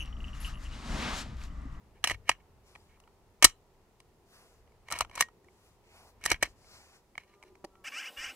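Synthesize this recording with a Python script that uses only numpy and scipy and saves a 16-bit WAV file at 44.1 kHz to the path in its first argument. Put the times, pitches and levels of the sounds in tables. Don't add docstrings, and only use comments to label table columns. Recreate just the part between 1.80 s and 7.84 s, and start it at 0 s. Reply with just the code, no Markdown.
import sys
import numpy as np
from scipy import signal
from scipy.fft import rfft, irfft, next_fast_len
from scipy.io import wavfile

SR = 44100
rng = np.random.default_rng(int(sys.argv[2]) if len(sys.argv) > 2 else 0)


def nominal_scale(level):
    x = np.asarray(level, float) / 20
    return 10 ** x


def put_to_file(sound):
    columns = np.atleast_2d(sound).T
    safe = np.clip(columns, -1, 1)
    whole_steps = np.round(safe * 32767)
    wavfile.write(sys.argv[1], SR, whole_steps.astype(np.int16))


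N = 266364
LEFT_RIGHT = np.array([[1], [-1]])

# (frequency [Hz], level [dB], t60 [s])
FRAME_MODES = [(323, -16, 0.029), (417, -17, 0.013), (605, -0.5, .015), (710, 1, 0.022), (937, 0, 0.018),
               (1085, 4, 0.015)]
# (frequency [Hz], level [dB], t60 [s])
SLIDE_MODES = [(1320, 0.5, .018), (1620, -11, 0.0043), (1880, 2, .022), (2010, 0, 0.014), (2238, 2, 0.019),
               (2501, 0, .016), (2887, -1, .018), (3297, 3.5, .012)]
# (frequency [Hz], level [dB], t60 [s])
PART_MODES = [(4094, 5.5, 0.0065), (4800, -4.5, .008), (5310, -4, 0.01), (5830, -2.5, .011),
              (6730, 0, 0.0031), (7437, -2, 0.0064), (8750, -3, 0.0028), (9580, -5.5, 0.0094),
              (10900, -10, 0.0029), (13800, -14.5, .005), (14820, -19, .005)]
# (frequency [Hz], likeness [-1 to 1])
AIR_LIKENESS = [(60, .85), (250, .93), (700, .9), (1400, .5), (3000, -.1)]


def rms_one(x):
    return x / np.sqrt(np.mean(x ** 2) + 1e-20)


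def in_time(rows):
    s, *columns = np.transpose(rows)
    return [np.interp(np.arange(N) / SR, s, c) for c in columns]


def at_hz(points, hz, order=1):
    return np.interp(np.log(hz), np.log(np.array(points)[:, 0]), np.array(points)[:, order])


def filtered(x, order, hz, kind):
    return signal.sosfilt(signal.butter(order, hz, kind, fs=SR, output="sos"), x)


def drift(rate_hz):
    r = np.exp(-80 * np.pi * rate_hz / SR)
    slow = signal.lfilter([1], [1, -2 * r, r * r], rng.standard_normal(N // 40 + 2002))[2000:]
    return np.interp(np.arange(N) / 40, np.arange(len(slow)), rms_one(slow))


def bands(spectrum, patchy_db, likeness, size=2):
    out, edges = 0, 22 * 2 ** np.arange(0, 10, .5)
    white = rng.standard_normal((size, 2, N))
    for k, (low, high) in enumerate(zip(edges, edges[1:])):
        hz = np.sqrt(low * high)
        if not spectrum[0][0] * .8 < hz < spectrum[-1][0]:
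            continue
        mid, side = filtered(white[k % size], 2, [low, high], "band")
        alike = np.clip(at_hz(likeness, hz), -1, 1)
        gain = nominal_scale(at_hz(spectrum, hz) + patchy_db * drift(3))
        out = out + gain * (np.sqrt(1 + alike) * mid + np.sqrt(1 - alike) * side * LEFT_RIGHT)
    return rms_one(out)


def body(modes, crack_db, size=2048):
    t = np.arange(size) / SR
    rings = 0
    for k, (hz, db, t60) in enumerate(modes):
        rings = rings + nominal_scale(db - 60 * t / abs(t60)) * np.sin(2 * np.pi * hz * t) * (-1) ** k
    crack = filtered(t == 0, 2, [modes[0][0] * 0.86, min(modes[-1][0] * 0.93, 11000)], "band")
    return rms_one(rms_one(rings) + nominal_scale(crack_db) * rms_one(crack))


def near(modes, hz, fall_db, most_db, damping=1.0):
    return [(f, db - min(fall_db * np.log2(f / hz) ** 2, most_db), t60 / damping) for f, db, t60 in modes]


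def ports(x, direction):
    size = next_fast_len(N + 4096)
    hz = np.maximum(np.fft.rfftfreq(size, 1 / SR), 1)
    gap = nominal_scale(at_hz(direction, hz, order=2) / 2) * np.exp(.5j * at_hz(direction, hz))
    return irfft(rfft(x, size) * [gap, 1 / gap], size)[:, :N]


def breeze():
    # (time [s], level [dB])
    gusts = [(0.0, -64), (0.27, -65), (2.24, -71.5), (3.11, -66.5), (3.25, -60.5), (3.62, -71), (4.16, -69),
             (4.56, -62.5), (5.26, -73.5), (6.04, -72)]
    return in_time(gusts)[0]


def drone():
    # (peak time [s], half length [s], rise above rest [dB])
    swells = [
        (2.45, .35, 7.5),
        (3.62, 0.37, 10),
        (5.72, 0.37, 13.5),
    ]
    centre_hz, width_hz, rest_db = 370, 90, -78
    r = np.exp(-np.pi * width_hz / SR)
    poles = [1, -2 * r * np.cos(2 * np.pi * centre_hz / SR), r * r]
    once = signal.lfilter([1, 0, -1], poles, rng.standard_normal((2, N)))
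    mid, side = signal.lfilter([1, 0, -1], poles, once)
    db = rest_db + sum(in_time([(s - half, 0), (s, rise), (s + half, 0)])[0] for s, half, rise in swells)
    return nominal_scale(db) * rms_one(mid + 0.24 * side * LEFT_RIGHT)


def far_hum(breeze_db):
    # (frequency [Hz], density [dB per Hz])
    spectrum = [(76, -32.5), (130, -8.5), (340, -15), (381, -2.5), (479, -19), (780, -10.5), (1050, -20.5),
                (2700, -27), (5200, -64.5), (8800, -120)]
    hum_db = -68 + .35 * (breeze_db - breeze_db.mean())
    return nominal_scale(hum_db) * bands(spectrum, .8, AIR_LIKENESS) + drone()


def wind(breeze_db):
    # (frequency [Hz], density [dB per Hz])
    spectrum = [(12, -32), (20, 0.5), (59, -5.5), (92, 0), (140, -20.5), (220, -15), (290, -38),
                (480, -120)]
    return nominal_scale(breeze_db + 2.0) * bands(spectrum, 0.96, AIR_LIKENESS)


def microphone_hiss():
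    # (frequency [Hz], density [dB per Hz])
    spectrum = [(2000, -13), (3000, 0), (4500, 0), (7000, -1.5), (10000, -5), (13000, -5), (16000, -9.5)]
    return nominal_scale(-77.5) * bands(spectrum, .4, [(1000, .05), (9000, .05)])


def travel():
    # (start [s], speed-up [s], run [s], scrape level [dB], bright part re scrape [dB])
    racks = [(0.226, .026, .01, -42, -6), (0.265, 0.02, .008, -42.5, -3), (0.295, 0.011, 0.013, -37.5, -8),
             (0.325, .015, 0.0095, -57.5, -8), (0.452, 0.033, 0.04, -46.5, -9.5),
             (1.629, .006, .005, -29.5, -2), (1.655, 0.0064, 0.0088, -43, 0), (1.67, .01, 0.02, -57, 1),
             (4.405, .068, 0.025, -40, -9), (4.488, .018, .022, -36, -6), (4.535, .01, 0.013, -51, -14),
             (4.604, .032, 0.0215, -41, -7.5), (5.33, 0.063, 0.047, -66, -8.5), (5.45, .03, .07, -71.5, -6),
             (0.596, .006, .008, -71.5, -10), (0.13, .03, .02, -71, -11.5), (5.63, .02, 0.043, -72, -2.5),
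             (1.07, .03, .065, -74, -10)]
    # (start [s], speed-up [s], run [s], scrape level [dB], bright part re scrape [dB])
    easings = [
        (3.05, .03, .004, -61, -5.5),
        (3.1, 0.028, 0.014, -44.5, -7.5),
        (3.135, 0.02, 0.072, -46, -5),
        (3.315, 0.043, .042, -46, -7),
        (3.385, .006, .008, -56, 5.5),
        (3.396, .008, .022, -44, 1),
        (3.43, .01, .02, -73, -2),
    ]
    speed_up_db, run_out_db_per_s = 26, 1100
    gains = np.zeros((3, N))
    for rows, frame_db in ((racks, -12), (easings, -2)):
        for s, rise, run, db, bright_db in rows:
            at = round(s * SR)
            t = np.arange(min(N - at, SR // 4)) / SR
            lost_db = speed_up_db * np.clip(1 - t / rise, 0, 1)
            lost_db = lost_db + run_out_db_per_s * np.maximum(t - rise - run, 0)
            gain = nominal_scale(db - lost_db) * np.minimum(t / .004, 1)
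            gains[:, at:at + len(t)] += gain * nominal_scale([[0], [bright_db - 3.0], [frame_db]])
    return gains


def scrape(per_s=7000, uneven_db=3.5, apart=0.82):
    grains = rng.random((2, N)) < per_s / SR
    sizes = nominal_scale(uneven_db * np.minimum(rng.exponential(1, (2, N)), 3))
    grit = grains * sizes * rng.choice([-1, 1], (2, N)) * nominal_scale(3 * drift(60))

    def shaken(modes):
        return rms_one(signal.fftconvolve(grit, body(modes, -6.0)[None], axes=1)[:, :N])

    frame = shaken(FRAME_MODES[3:] + SLIDE_MODES[:1])
    slide = shaken(near(SLIDE_MODES, 2250, 35.0, 8.0, 1.5))
    bright = shaken(near(PART_MODES, 5400, 9.1, 14.0))
    bright = bright[0] + apart * bright[1] * LEFT_RIGHT
    slide_gain, bright_gain, frame_gain = travel()
    return slide_gain * slide[0] + frame_gain * frame[0] + bright_gain * bright


def contacts():
    # (time [s], peak [dB], frame knock re peak [dB], bright crack re peak [dB], struck spot pitch [Hz])
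    stops = [(0.241, -14, -14, -5, 2950), (0.245, -21, -10, -6, 1900), (0.273, -19, -14, -4, 2700),
             (0.2975, -24, -26, -8, 2000), (0.306, -27, -2.5, -9.5, 2330), (0.311, -23, -10, -9.5, 2060),
             (0.315, -25, -10, -9, 1900), (0.493, -10, -4, -7, 2600), (1.625, -12, -8, -1, 2600),
             (1.63, -17, -8, -1, 2900), (1.643, -15.5, -9, -0.5, 2576), (1.644, -3, -12.5, 5, 2600),
             (1.65, -9, -12, 2, 1500), (3.2075, -20, 1, -3, 1340), (3.408, -14, -8.5, 4, 2700),
             (3.423, -21, -18, -4, 1900), (4.46, -20, -10, 3.5, 1900), (4.502, -25.5, -13, 3.5, 2400),
             (4.516, -11.5, -12, -8, 1950), (4.6265, -16, -5, -5, 1900), (4.631, -17, -24, -5.5, 2207)]
    # (time [s], peak [dB], bright crack re peak [dB], pitch [Hz])
    clamped = [(0.259, -45.5, -5.5, 1950), (0.285, -37.5, -1.5, 2500), (0.345, -39, -16, 2080),
               (0.515, -26, -11, 2000), (0.55, -54, -15, 2000), (4.412, -55.5, -2, 1400),
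               (4.439, -33.5, -2, 2400), (4.448, -42, 3, 2200), (4.454, -28.5, 4, 1970),
               (4.512, -28, -10, 2200), (4.529, -29.5, -7, 2160), (4.543, -30.5, -17, 1990),
               (4.645, -35, -12, 1900), (4.657, -36, -12, 2100)]
    # (time [s], peak [dB], bright crack re peak [dB],
    # pitch [Hz])
    pinched = [(1.617, -54, -12, 2396), (1.669, -33, -6, 1400), (3.085, -40.5, -9, 2044),
               (3.103, -38, -5, 2197), (3.108, -46, 8, 2500), (3.114, -30, -4, 1400),
               (3.123, -25.5, 1.5, 1340), (3.129, -34, -15, 1340), (3.178, -39, -15, 1340),
               (3.188, -35, 9, 2350), (3.198, -40, -15, 1340), (3.217, -37, -8, 2250),
               (3.248, -41, -12, 1416), (3.297, -48, -10, 2880), (3.313, -47, -10, 2300),
               (3.354, -40, 4, 2295), (3.358, -42, 5, 2500), (3.377, -29, -9, 1340),
               (3.402, -36, 6.5, 2320), (3.486, -49.5, -11, 1380)]
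    # (time [s], peak [dB], bright crack re peak [dB], pitch [Hz])
    ticks = [(0.952, -42.5, -14, 2500), (0.958, -42, -15, 1790), (1.173, -62, -15, 1340),
             (1.201, -55.5, 0.5, 2900), (1.238, -59, -12.5, 2720), (1.276, -52, -19.5, 1383),
             (2.202, -51, -1.5, 1620), (2.875, -64, -9.5, 2070), (2.92, -66.5, -6, 2250),
             (3.645, -61.5, -0.5, 1800), (3.685, -55, -16, 2138), (4.04, -64, -10, 2292),
             (4.845, -58, -8, 2210), (5.354, -44, -18, 2154), (5.379, -29, -13.5, 2260),
             (5.435, -57, -7, 2152), (5.539, -57.5, -10.5, 2280), (5.627, -45, -10, 2124),
             (5.636, -48, -8, 2202), (5.754, -52.5, -10, 2246), (5.844, -48, -3, 2900),
             (5.8475, -45, 0, 1700), (5.954, -55.5, -15, 1434)]
    # (rows, knock dB, usual peak dB)
    held = [(clamped, -15.5, -35), (pinched, -4.5, -40), (ticks, -4.5, -52)]
    light = []
    for rows, knock_db, usual_db in held:
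        for s, db, crack_db, hz in rows:
            light.append((s, db, knock_db - 0.33 * (db - usual_db), crack_db, hz))
    return sorted(list(stops) + light)


def hits(apart=.8, linger=1.4):
    # (start [s], loudest frame mode [Hz])
    holds = [
        (0.0, 900),
        (0.9, 980),
        (4.0, 560),
        (5.0, 900),
    ]
    out, t = np.zeros((2, N + 4096)), np.arange(2048) / SR
    frames = [filtered(body(near(FRAME_MODES, hz, 8.0, 9.0), -5.0), 2, 393, "high") for since, hz in holds]
    rows = contacts()
    draws = rng.standard_normal((len(rows), 4, len(t))) * np.minimum(1, (t + 1 / SR) / 0.00032)
    for (s, db, knock_db, crack_db, spot_hz), draw in zip(rows, draws):
        t60 = .012 + .0004 * max(db + 24, 0)
        burst = draw[:2] * nominal_scale(-60 * t / max(t60, .002))
        burst[:, 8] = 3.6 * np.sqrt([30, 5])
        loose = draw[2:] * nominal_scale(-60 * t / max(linger * t60, .002))
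        frame_shake, slide_shake = burst[:, None] + .55 * loose[:, None] * LEFT_RIGHT
        bright_shake = loose[0] + apart * loose[1] * LEFT_RIGHT

        is_free = 0.9 < s < 4.0
        light = np.clip(-db / 32, .3, 1.5)
        if not is_free:
            light = min(light + .3, max(light, 1))
        damping = 1.3 if is_free else 1.6
        frame = frames[sum(s >= since for since, hz in holds) - 1]
        slide = body(near(SLIDE_MODES, spot_hz, 200.0 * light ** 2, 11.0 * light, damping), -8.0 * light)
        edge_hz = np.clip(7599.5 + 170 * crack_db, 4500, 9000)
        small = body(near(PART_MODES, edge_hz, 9.0, 14.0), -4.5)
        small = filtered(small, 2, min(2.3 * edge_hz, 18000), "low")

        sound = 0
        for part, shake, level_db in ((frame, frame_shake, knock_db + 2.0), (slide, slide_shake, 2.1),
                                      (small, bright_shake, crack_db + 4.0)):
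            rung = signal.fftconvolve(shake, part[None], axes=1)
            sound = sound + nominal_scale(db + level_db) * rung / np.abs(rung).max()
        at = round((s - .0004) * SR)
        out[:, at:at + sound.shape[1]] += sound
    return out[:, :N]


def pings():
    # (time [s], peak [dB], frequency [Hz], t60 [s])
    flicked = [(0.324, -55, 6100, .06), (1.003, -56, 4900, .01), (1.013, -64, 5000, .008),
               (1.644, -14, 7480, .025), (1.644, -14, 5860, .028), (1.646, -18, 4040, .06),
               (1.646, -28, 4770, .07), (1.646, -27, 6480, .06), (3.21, -46, 11700, .03),
               (3.228, -52, 6100, .06), (3.408, -20, 6250, .012), (3.409, -23, 14500, .015),
               (4.627, -46, 14500, .02), (5.379, -48, 7000, .01), (5.844, -42, 4200, .008),
               (5.844, -47, 3100, .006), (5.8475, -39, 4600, .016)]
    # (time [s], peak [dB], frequency [Hz], t60 [s])
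    knells = [(0.241, -24, 10200, .012), (0.273, -28, 1180, .02), (0.274, -27, 10000, .01),
              (0.2975, -23, 1980, .018), (0.494, -17, 1950, .018), (0.494, -22, 1200, .02),
              (1.626, -25, 600, .025), (3.115, -38, 620, .025), (3.188, -36, 4300, .01),
              (3.208, -21, 1200, .02), (3.208, -34, 14000, .01), (3.408, -21, 1110, .025),
              (3.423, -21, 1890, .025), (3.425, -36, 1880, .12), (4.461, -22, 1900, .022),
              (4.461, -30, 1150, .02), (4.627, -22, 1900, .022), (5.379, -48, 950, .02)]
    out, t = np.zeros(N + 4096), np.arange(4096) / SR
    for s, db, hz, t60 in list(flicked) + list(knells):
        at = round(s * SR)
        swell = nominal_scale(db - 60 * t / abs(t60)) * np.minimum(t / .001, 1)
        out[at:at + len(t)] += swell * np.sin(2 * np.pi * hz * t)
    return out[:N]


def jolts():
    # (time [s], peak [dB], t60 [s])
    pushes = [
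        (0.292, -40, 0.42),
        (0.494, -48.5, 0.12),
        (1.645, -34, 0.069),
        (3.12, -50, 0.15),
        (3.208, -44.5, 0.092),
        (3.409, -60, 0.12),
        (4.46, -51, 0.13),
        (4.515, -37.5, 0.091),
        (4.628, -47.5, 0.12),
    ]
    out, t = np.zeros(N + 16384), np.arange(16384) / SR
    for (s, db, t60), draw in zip(pushes, rng.standard_normal((len(pushes), len(t)))):
        push = filtered(draw * nominal_scale(-60 * t / max(t60, .02)), 3, [25, 105], "band")
        at = round(s * SR)
        out[at:at + len(t)] += nominal_scale(db + 1.5) * push / np.abs(push).max()
    return out[:N] * nominal_scale([[2.5], [-3.5]])


def grip():
    # (frequency [Hz], level [dB], t60 [s])
    hollow = [(328, -1.5, 0.039), (582, -4, 0.032), (810, -7.5, .035), (890, -7, 0.028),
              (1160, -12.5, 0.015)]
    # (time [s], peak [dB])
    taps = [(0.311, -33.5), (0.495, -36), (1.626, -28), (1.646, -19.5), (4.461, -38), (4.517, -24),
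            (4.627, -27), (4.673, -50), (5.842, -33), (5.8472, -34)]
    clicks = np.zeros(N)
    clicks[[round(s * SR) for s, db in taps]] = nominal_scale(np.array(taps)[:, 1])
    ring = body(hollow, -12.0, size=4096)
    return signal.fftconvolve(clicks, ring / np.abs(ring).max())[:N]


def scatter(x, size=8192):
    # (frequency [Hz], t60 [s])
    decay = [(300, 0.07), (1500, 0.16), (5000, 0.135), (14000, 0.03)]
    t, tail = np.arange(size) / SR, 0
    white = rng.standard_normal((2, size)) * np.clip((t - .003) / 0.0034, 0, 1)
    for low in 500 * 2.0 ** np.arange(5):
        octave = filtered(white, 2, [low, 2 * low], "band")
        tail = tail + octave * nominal_scale(-60 * t / abs(at_hz(decay, low * np.sqrt(2))))
    return nominal_scale(-31) * signal.fftconvolve(x, rms_one(tail) / np.sqrt(size), axes=1)[:, :N]


def alike_in_bass(x):
    mid, side = (x[0] + x[1]) / 2, (x[0] - x[1]) / 2
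    side = signal.sosfiltfilt(signal.butter(4, 1150, "high", fs=SR, output="sos"), side)
    return mid + side * LEFT_RIGHT


def pistol():
    # (frequency [Hz], left lead [rad], left minus right [dB])
    direction = [(300, 0, 0), (1900, -0.1, -0.5), (2600, -0.7, -2.5), (3100, -1.5, -2), (3600, -2.6, 0),
                 (4600, -2.3, 3), (6200, -1.3, 3), (9000, 0, 1.5)]
    steel = scrape() + hits() + pings() + grip()
    return alike_in_bass(ports(steel, direction) + scatter(steel))


def rustle():
    # (start [s], fastest [s], end [s], sleeve level [dB], palm re sleeve [dB])
    brushes = [
        (0.83, 0.88, 1.22, -72.5, 1),
        (2.45, 2.55, 2.84, -67, -0.5),
        (3.6, 3.868, 4.0, -75.5, -1),
        (4.02, 4.17, 4.33, -67.5, 4.5),
        (4.15, 4.29, 4.34, -73, 0),
        (4.64, 4.69, 4.75, -72, 0),
        (4.74, 4.95, 5.12, -65, 0.5),
        (4.98, 5.16, 5.22, -70, 1),
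    ]
    # (frequency [Hz], density [dB per Hz])
    cloth = [(2500, -3), (3200, 2.5), (4200, 6), (6200, 2.5), (9000, -3), (12000, -7.5), (16000, -12)]
    # (frequency [Hz], density [dB per Hz])
    skin = [(600, -4.5), (1000, -2), (1300, -2.5), (1800, -9), (2200, -5), (2800, -10.5), (3600, -25)]
    # (frequency [Hz], left lead [rad], left minus right [dB])
    arm = [(300, 0, 0), (1200, 0.5, -0.5), (2000, 1.8, -4), (3150, 2.95, 0), (3850, 3.35, 0),
           (5000, 4.3, 6), (7000, 5.5, 5), (11000, 6, 9)]
    t, sleeve_gain, palm_gain = np.arange(N) / SR, 0, 0
    for start, top, end, db, palm_db in brushes:
        away = np.interp(t, [start, top, end], [1, 0, 1])
        gain = nominal_scale(db - 20 * away ** 1.29) * np.minimum(1, 8 * (1 - away))
        sleeve_gain = sleeve_gain + gain
        palm_gain = palm_gain + gain * nominal_scale(palm_db)
    alike = [(3400, .995), (4700, .85), (6000, .6), (8000, .15)]
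    sleeve = sleeve_gain * bands(cloth, 1.9, alike)
    palm = palm_gain * bands(skin, 3.5, alike)
    return ports(nominal_scale(4.5) * (sleeve + palm), arm)


def fly():
    # (time [s], wingbeat [Hz], level [dB])
    flight = [
        (5.4, 200, -88),
        (5.5, 198.2, -74),
        (5.68, 202.9, -74),
        (5.8, 193.2, -70),
        (5.92, 192, -75.5),
        (6.04, 189.6, -68),
    ]
    # (multiple, level [dB])
    wings = [(1, -4), (2, 3), (3, -7), (4, -8.5), (5, -5.5), (6, -6.5), (7, -10)]
    hz, db = in_time(flight)
    turn = 2 * np.pi * np.cumsum(hz * (1 + 0.0069 * drift(12.7))) / SR
    buzz = sum(nominal_scale(level_db + 4.55 * drift(5.2)) * np.sin(k * turn) for k, level_db in wings)
    return nominal_scale(db) * buzz * (np.arange(N) > flight[0][0] * SR)


def scene():
    breeze_db = breeze()
    air = far_hum(breeze_db) + wind(breeze_db) + microphone_hiss()
    return air + pistol() + jolts() + rustle() + fly()


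def roll_off(x):
    return signal.sosfilt(signal.butter(12, 15950, fs=SR, output="sos"), x)


def record(dry):
    cut = signal.sosfilt(signal.cheby2(10, 30, 15900 * 1.02, fs=SR, output="sos"), dry)
    mix = np.clip(cut, -1, 1)
    return roll_off(mix)


dry = scene()
out = record(dry)
put_to_file(out)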